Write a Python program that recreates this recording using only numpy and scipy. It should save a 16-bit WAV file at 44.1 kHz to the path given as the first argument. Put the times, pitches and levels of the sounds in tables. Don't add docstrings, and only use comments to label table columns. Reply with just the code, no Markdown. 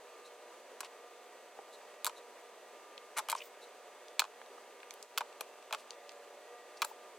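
import sys
import numpy as np
from scipy import signal
from scipy.fft import rfft, irfft
from scipy.io import wavfile

SR = 44100
rng = np.random.default_rng(int(sys.argv[2]) if len(sys.argv) > 2 else 0)


def transcribe(u):
    v = np.clip(np.atleast_2d(u).T, -1, 1)
    q = np.round(v * 32767).astype(np.int16)
    wavfile.write(sys.argv[1], SR, q)


N = 316814
TIME_S, BIN_HZ = np.arange(N) / SR, np.fft.rfftfreq(N, 1 / SR)
AGE_S = np.arange(4096) / SR


def amp(db):
    return 10 ** (np.asarray(db) / 20)


def unit_rms(x):
    return x / np.sqrt(np.mean(x ** 2) + 1e-20)


def unit_blow(x):
    return unit_rms(x) * np.sqrt(.005 / AGE_S[-1])


def band(x, low_hz, high_hz):
    edges_hz = [min(low_hz, .4 * SR), min(high_hz, .45 * SR)]
    return signal.sosfilt(signal.butter(2, edges_hz, "band", fs=SR, output="sos"), x)


def band_around(x, hz, octaves):
    return band(x, hz / 2 ** (octaves / 2), hz * 2 ** (octaves / 2))


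def spectrum(points):
    hz, values = np.transpose(points)
    return np.interp(np.log(BIN_HZ + 1), np.log(hz), values)


def drift(rate_hz):
    return unit_rms(irfft(rfft(rng.standard_normal(N)) / (1 + (BIN_HZ / rate_hz) ** 2), N))


def stereo(mid, side, coherence):
    return np.sqrt(1 + coherence) * mid + np.sqrt(1 - coherence) * np.array([side, -side])


def add(track, t_s, sound):
    start = int(t_s * SR)
    track[:, start:start + sound.shape[-1]] += sound[..., :N - start]


# f/Hz, relative density/dB
HISS_SPECTRUM = [(40, -42), (130, -44.5), (240, -19), (310, -14), (400, -2.5), (550, -1.5), (750, -6),
                 (1200, -9.5), (1450, -12.5), (2900, -16), (5200, -23.5), (9500, -26), (12000, -29.5),
                 (15500, -31.5)]
# f/Hz, width/Hz, boost/dB
HISS_RESONANCES = [(239.7, 9.7, 5), (1700, 100, 1.5), (2470, 59, 1.5), (3590, 37, 0), (4430, 120, 2),
                   (4830, 210, 3), (5960, 220, 5.5), (6740, 500, 4), (7920, 250, 6.5), (8800, 200, 3)]
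# f/Hz, coherence/0-1
HISS_COHERENCE = [(100, 1), (400, 0.92), (1400, 0.97), (3000, 0.91), (5500, 0.03), (15000, 0.92)]


def ventilation(level_db=-56, flutter_db=.46):
    peaks_db = sum(db * np.exp(-((BIN_HZ - hz) / width_hz) ** 2) for hz, width_hz, db in HISS_RESONANCES)
    mid, side = rfft(rng.standard_normal((2, N))) * amp(spectrum(HISS_SPECTRUM) + peaks_db)
    hiss = unit_rms(irfft(stereo(mid, side, spectrum(HISS_COHERENCE)), N))
    return amp(level_db + flutter_db * drift(11)) * hiss


# f/Hz, level/dB
HUM_LINES = [(480, -63), (601, -64.5), (721, -65.5), (962, -69), (1202, -66.5), (1922, -71.5), (2163, -75),
             (2681, -75), (3521, -78), (4091, -81), (8037, -94), (11600, -91)]


def mains_hum(waver_db=3.0, wander_rad=.78):
    return sum(amp(db + waver_db * drift(2.7)) * np.sin(2 * np.pi * hz * TIME_S + wander_rad * drift(4.1))
               for hz, db in HUM_LINES)


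# mid t/s, level/dB
BRISTLE_SQUEEZES = [(0.264, -61.5), (1.742, -60), (2.179, -59.5), (3.634, -58.5)]
# mid t/s, half length/s, level/dB, f/Hz, width/oct
BRUSH_RUBS = [(0.85, 0.029, -53, 2800, 1.4), (3.18, .024, -41.5, 2130, .3), (3.366, .01, -53, 6800, .9),
              (3.384, .015, -50.5, 5500, 0.46), (3.383, .04, -55, 2590, .6), (3.406, .006, -47, 2680, 0.34),
              (3.421, .0094, -44.5, 2600, 0.4), (5.799, .04, -62, 3400, 0.96),
              (6.775, .012, -57, 4750, 0.65)]
# mid t/s, level/dB, f/Hz
HIGH_FIZZES = [(3.452, -62, 14900), (6.883, -64, 14300)]


def squeaks_rubs_and_fizz(squeak_hz=4000, narrow_oct=.17, crackle_db=-63,
                          tone_grain_db=-.5, crackle_grain_db=7.5):
    out = np.zeros((2, N))
    squeezes = [(t_s, .03, db, squeak_hz, narrow_oct) for t_s, db in BRISTLE_SQUEEZES]
    fizzes = [(t_s, .06, db, hz, narrow_oct) for t_s, db, hz in HIGH_FIZZES]
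    for mid_s, half_s, db, hz, octaves in squeezes + BRUSH_RUBS + fizzes:
        size = int(2 * half_s * SR)
        noise, grain = rng.standard_normal((2, size))
        tone = unit_rms(band_around(noise * amp(tone_grain_db * grain), hz, octaves))
        crackle = unit_rms(band(noise * amp(crackle_grain_db * grain), 3200, 9400))
        add(out, mid_s - half_s, (amp(db) * tone + amp(crackle_db) * crackle) * np.hanning(size))
    return out


def struck(modes, centre_hz, reach_oct, detune, scatter_db, spread_rad):
    hz, db, t60_s = np.transpose(modes)
    shift, strength, phase = rng.standard_normal((3, len(hz)))
    weight = amp(db + scatter_db * strength) / (1 + (np.log2(hz / centre_hz) / reach_oct) ** 2)
    angle = 2 * np.pi * np.outer(hz * (1 + detune * shift), AGE_S) + spread_rad * phase[:, None]
    return weight @ (np.sin(angle) * amp(-60 * AGE_S / t60_s[:, None]))


def crack(t60_s, tail_db, tail_t60_s, coherence, rise_s=.00017):
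    decay = amp(-60 * AGE_S / t60_s) + amp(tail_db - 60 * AGE_S / tail_t60_s)
    mid, side = rng.standard_normal((2, len(AGE_S)))
    return stereo(mid, side, coherence) * decay * (1 - np.exp(-AGE_S / rise_s))


# f/Hz, relative level/dB, T60/s
BASIN_MODES = [(470, -17, .035), (630, -5.5, 0.07), (765, -11, 0.032), (882, -2.5, 0.037),
               (1029, 1.5, 0.028), (1218, 2, 0.019), (1445, 4, 0.016), (1646, 2, 0.014)]


def basin_knock(centre_hz, corner_hz=946, low_delay_s=.00311):
    modes = struck(BASIN_MODES, centre_hz, reach_oct=.5, detune=.034, scatter_db=4, spread_rad=1)
    wall = band(modes, 593, 2260)
    size = len(wall)
    hz = np.fft.rfftfreq(2 * size, 1 / SR)
    delay_s = low_delay_s / (1 + (hz / corner_hz) ** 4)
    dispersion = np.exp(-2j * np.pi * np.cumsum(delay_s) * hz[1])
    return unit_blow(irfft(rfft(wall, 2 * size) * dispersion)[:size])


# f/Hz, relative level/dB, T60/s
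HANDLE_MODES = [(2090, 1.5, 0.016), (2460, 1.5, 0.022), (2900, -10.5, 0.014), (3094, -4.5, 0.013),
                (3376, -6, 0.02), (3970, 1, 0.01), (4416, -7.5, 0.022), (5500, -8, 0.0041),
                (5900, -23, 0.012), (7250, 7, 0.01), (7600, 4.5, 0.0099)]


def handle_clack(centre_hz, grit_db=-6):
    modes = struck(HANDLE_MODES, centre_hz, reach_oct=.43, detune=.037, scatter_db=-1.5, spread_rad=.95)
    ring = unit_blow(band(modes, 1400, 9200))
    burst = crack(t60_s=.013, tail_db=-7, tail_t60_s=.042, coherence=.78)
    grit = unit_blow(band(burst, .71 * centre_hz, 2 * centre_hz))
    return unit_blow(ring + amp(grit_db) * grit)


def ferrule_tick(blow_db, medium_db=-34, medium_hz=10100, oct_per_db=.03, thump_db=-31):
    hz = medium_hz * 2 ** (oct_per_db * (blow_db - medium_db))
    sharp = crack(t60_s=.0059, tail_db=-12, tail_t60_s=.033, coherence=.58)
    dull = crack(t60_s=.02, tail_db=-20, tail_t60_s=.05, coherence=.26)
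    tick = unit_blow(band_around(sharp, hz, octaves=1))
    thump = amp(thump_db) * unit_blow(band(dull, 15, 640))
    return tick + thump * amp([[3], [-3]])


# t/s, basin level/dB, handle level/dB, ferrule level/dB,
# basin f/Hz, handle f/Hz, left-right/dB, rebound count, first rebound gap/s
SINK_STRIKES = [(0.8056, -42, -43, -41, 1250, 3700, 3, 1, .0037),
                (0.8313, -46, -52, -67, 1150, 2700, 0, 0, 0), (0.847, -55, -54, -55, 1150, 3700, 3, 0, 0),
                (2.0456, -41, -34.5, -33, 1130, 3600, 0, 1, .0104),
                (2.0657, -32.5, -32.5, -35, 1140, 5100, 2, 2, 0.0066),
                (2.095, -43.5, -49.5, -57, 1050, 2800, 1, 0, 0),
                (3.2865, -37, -40.5, -46, 930, 3300, 1, 1, 0.0075),
                (3.2988, -44, -34.5, -34.5, 1280, 3800, 1, 2, 0.0064),
                (3.317, -45, -39, -36.5, 1300, 3240, 1, 0, 1),
                (3.3268, -28, -39, -52, 1050, 2750, -1, 0, 0),
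                (3.3504, -33, -46.5, -51, 1090, 3300, 1, 0, 0),
                (4.1943, -31, -22, -31.5, 1240, 3550, 0.5, 1, 0.0063),
                (4.2191, -31.5, -44, -57, 1090, 3200, 0, 0, 0),
                (4.2404, -42.5, -46.5, -59, 1030, 3120, 1, 1, 0.01),
                (5.1762, -33, -30.5, -40, 1210, 3340, 0, 0, 0),
                (5.181, -33.5, -31.5, -35.5, 1240, 3800, 0, 0, 0),
                (5.2074, -32.5, -42, -55, 920, 2920, 0, 1, .0065),
                (5.4086, -42, -40.5, -41, 875, 3130, 3, 1, 0.0013),
                (5.7087, -41.5, -51.5, -70, 800, 2800, -1, 0, 0),
                (5.7264, -34, -33.5, -45, 1150, 3030, 1, 2, 0.0084),
                (5.7472, -36.5, -40, -50, 1080, 3400, 0, 0, 0),
                (6.819, -29, -28, -37, 1230, 3250, 2.5, 2, 0.0049),
                (6.8443, -42, -52, -52, 1200, 4300, 4, 0, 0),
                (6.8474, -38.5, -39, -39.5, 950, 4800, 4, 0, 0)]


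def strikes(gap_ratio=.8):
    loss_db = np.array([4, 6.5, 7])
    for t_s, *levels_db, basin_hz, handle_hz, pan_db, rebounds, gap_s in SINK_STRIKES:
        for k in range(1 + round(rebounds)):
            yield t_s, np.array(levels_db) - k * loss_db, basin_hz, handle_hz, pan_db
            t_s += gap_s * gap_ratio ** k


def clatter(contacts, notch_hz=1900, notch_width_hz=330):
    out = np.zeros((2, N))
    for t_s, (basin_db, handle_db, ferrule_db), basin_hz, handle_hz, pan_db in contacts:
        knock = amp(basin_db) * basin_knock(basin_hz)
        clack = amp(handle_db) * handle_clack(handle_hz)
        tick = amp(ferrule_db) * ferrule_tick(handle_db)
        add(out, t_s, knock + (clack + tick) * amp([[pan_db / 2], [-pan_db / 2]]))
    return signal.lfilter(*signal.iirnotch(notch_hz, notch_hz / notch_width_hz, fs=SR), out)


# t/s, level/dB, f/Hz, width/oct
FINGER_TAPS = [(1.588, -42, 570, 0.77), (2.9784, -46, 3200, 0.79), (4.083, -53.5, 4730, 1.1),
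               (4.415, -48, 1140, 1.6), (4.58, -49.5, 890, 1.1), (4.831, -49.5, 1970, 1.2),
               (4.908, -43.5, 3580, 2), (4.939, -52.5, 6500, 2.5), (5.027, -46, 5570, 1.3),
               (5.409, -43, 483, 0.88), (5.9066, -42.5, 4600, 1.02), (6.093, -47.5, 3600, 1.2),
               (6.912, -44, 885, 0.37)]


def finger_taps(extra_taps, t60_cycles=21):
    out = np.zeros((2, N))
    for t_s, db, hz, octaves in FINGER_TAPS + extra_taps:
        burst = crack(t60_cycles / hz, tail_db=-24, tail_t60_s=.064, coherence=.66)
        add(out, t_s, amp(db) * unit_blow(band_around(burst, hz, octaves)))
    return out


def skid(mid_s=3.183, length_s=.034, count=9, basin_hz=980, handle_hz=3450, pan_db=1.5):
    peak_db, fade_db = np.array([-36.5, -40, -36]), np.array([5, 14, 20])
    for place in np.linspace(-1, 1, count) + .1 * rng.uniform(-1, 1, count):
        yield mid_s + place * length_s / 2, peak_db - place ** 2 * fade_db, basin_hz, handle_hz, pan_db


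def grip_shifts(span_s=(4.25, 6.15), count=8, level_db=-58.5, hz=3000, width_oct=1.7):
    times_s = rng.uniform(*span_s, count)
    return [(t_s, level_db + .5 * strength, hz * 2 ** (.7 * pitch), width_oct)
            for t_s, (strength, pitch) in zip(times_s, rng.uniform(-1.16, 1, (count, 2)))]


def low_dip(x, mid_s=5.08, half_s=.026, depth=.65, corner_hz=2000):
    lows = irfft(rfft(x) / (1 + (BIN_HZ / corner_hz) ** 2), N)
    return x - lows * depth * np.exp(-((TIME_S - mid_s) / half_s) ** 2)


def faint_tone(start_s=5.94, end_s=6.43, hz=577, level_db=-58, ramp_s=.03):
    gate = np.clip(np.minimum(TIME_S - start_s, end_s - TIME_S) / ramp_s, 0, 1)
    return amp(level_db) * gate * np.sin(2 * np.pi * hz * TIME_S)


def room(x, t60_s=.11, level_db=-22, build_s=.009):
    t_s = TIME_S[:SR // 2]
    tail = band(rng.standard_normal((2, len(t_s))), 670, 8600) * amp(-60 * t_s / t60_s)
    tail *= 1 - np.exp(-t_s / build_s)
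    tail /= np.sqrt(np.sum(tail ** 2, axis=1, keepdims=True))
    return amp(level_db) * signal.fftconvolve(x, tail, axes=1)[:, :N]


def left_first(x, lag_s):
    right = irfft(rfft(x[1]) * np.exp(-2j * np.pi * BIN_HZ * lag_s), N)
    return np.array([x[0], right])


def scene():
    events = clatter([*strikes(), *skid()]) + finger_taps(grip_shifts()) + squeaks_rubs_and_fizz()
    steady = (ventilation() + mains_hum() + faint_tone()) * amp([[-.4], [.4]])
    return left_first(events, lag_s=8e-6) + room(events) + left_first(low_dip(steady), lag_s=22e-6)


def record(dry, cutoff_hz=16300):
    return signal.sosfilt(signal.ellip(10, .1, 80, cutoff_hz, fs=SR, output="sos"), dry)


dry = scene()
out = record(dry)
transcribe(out)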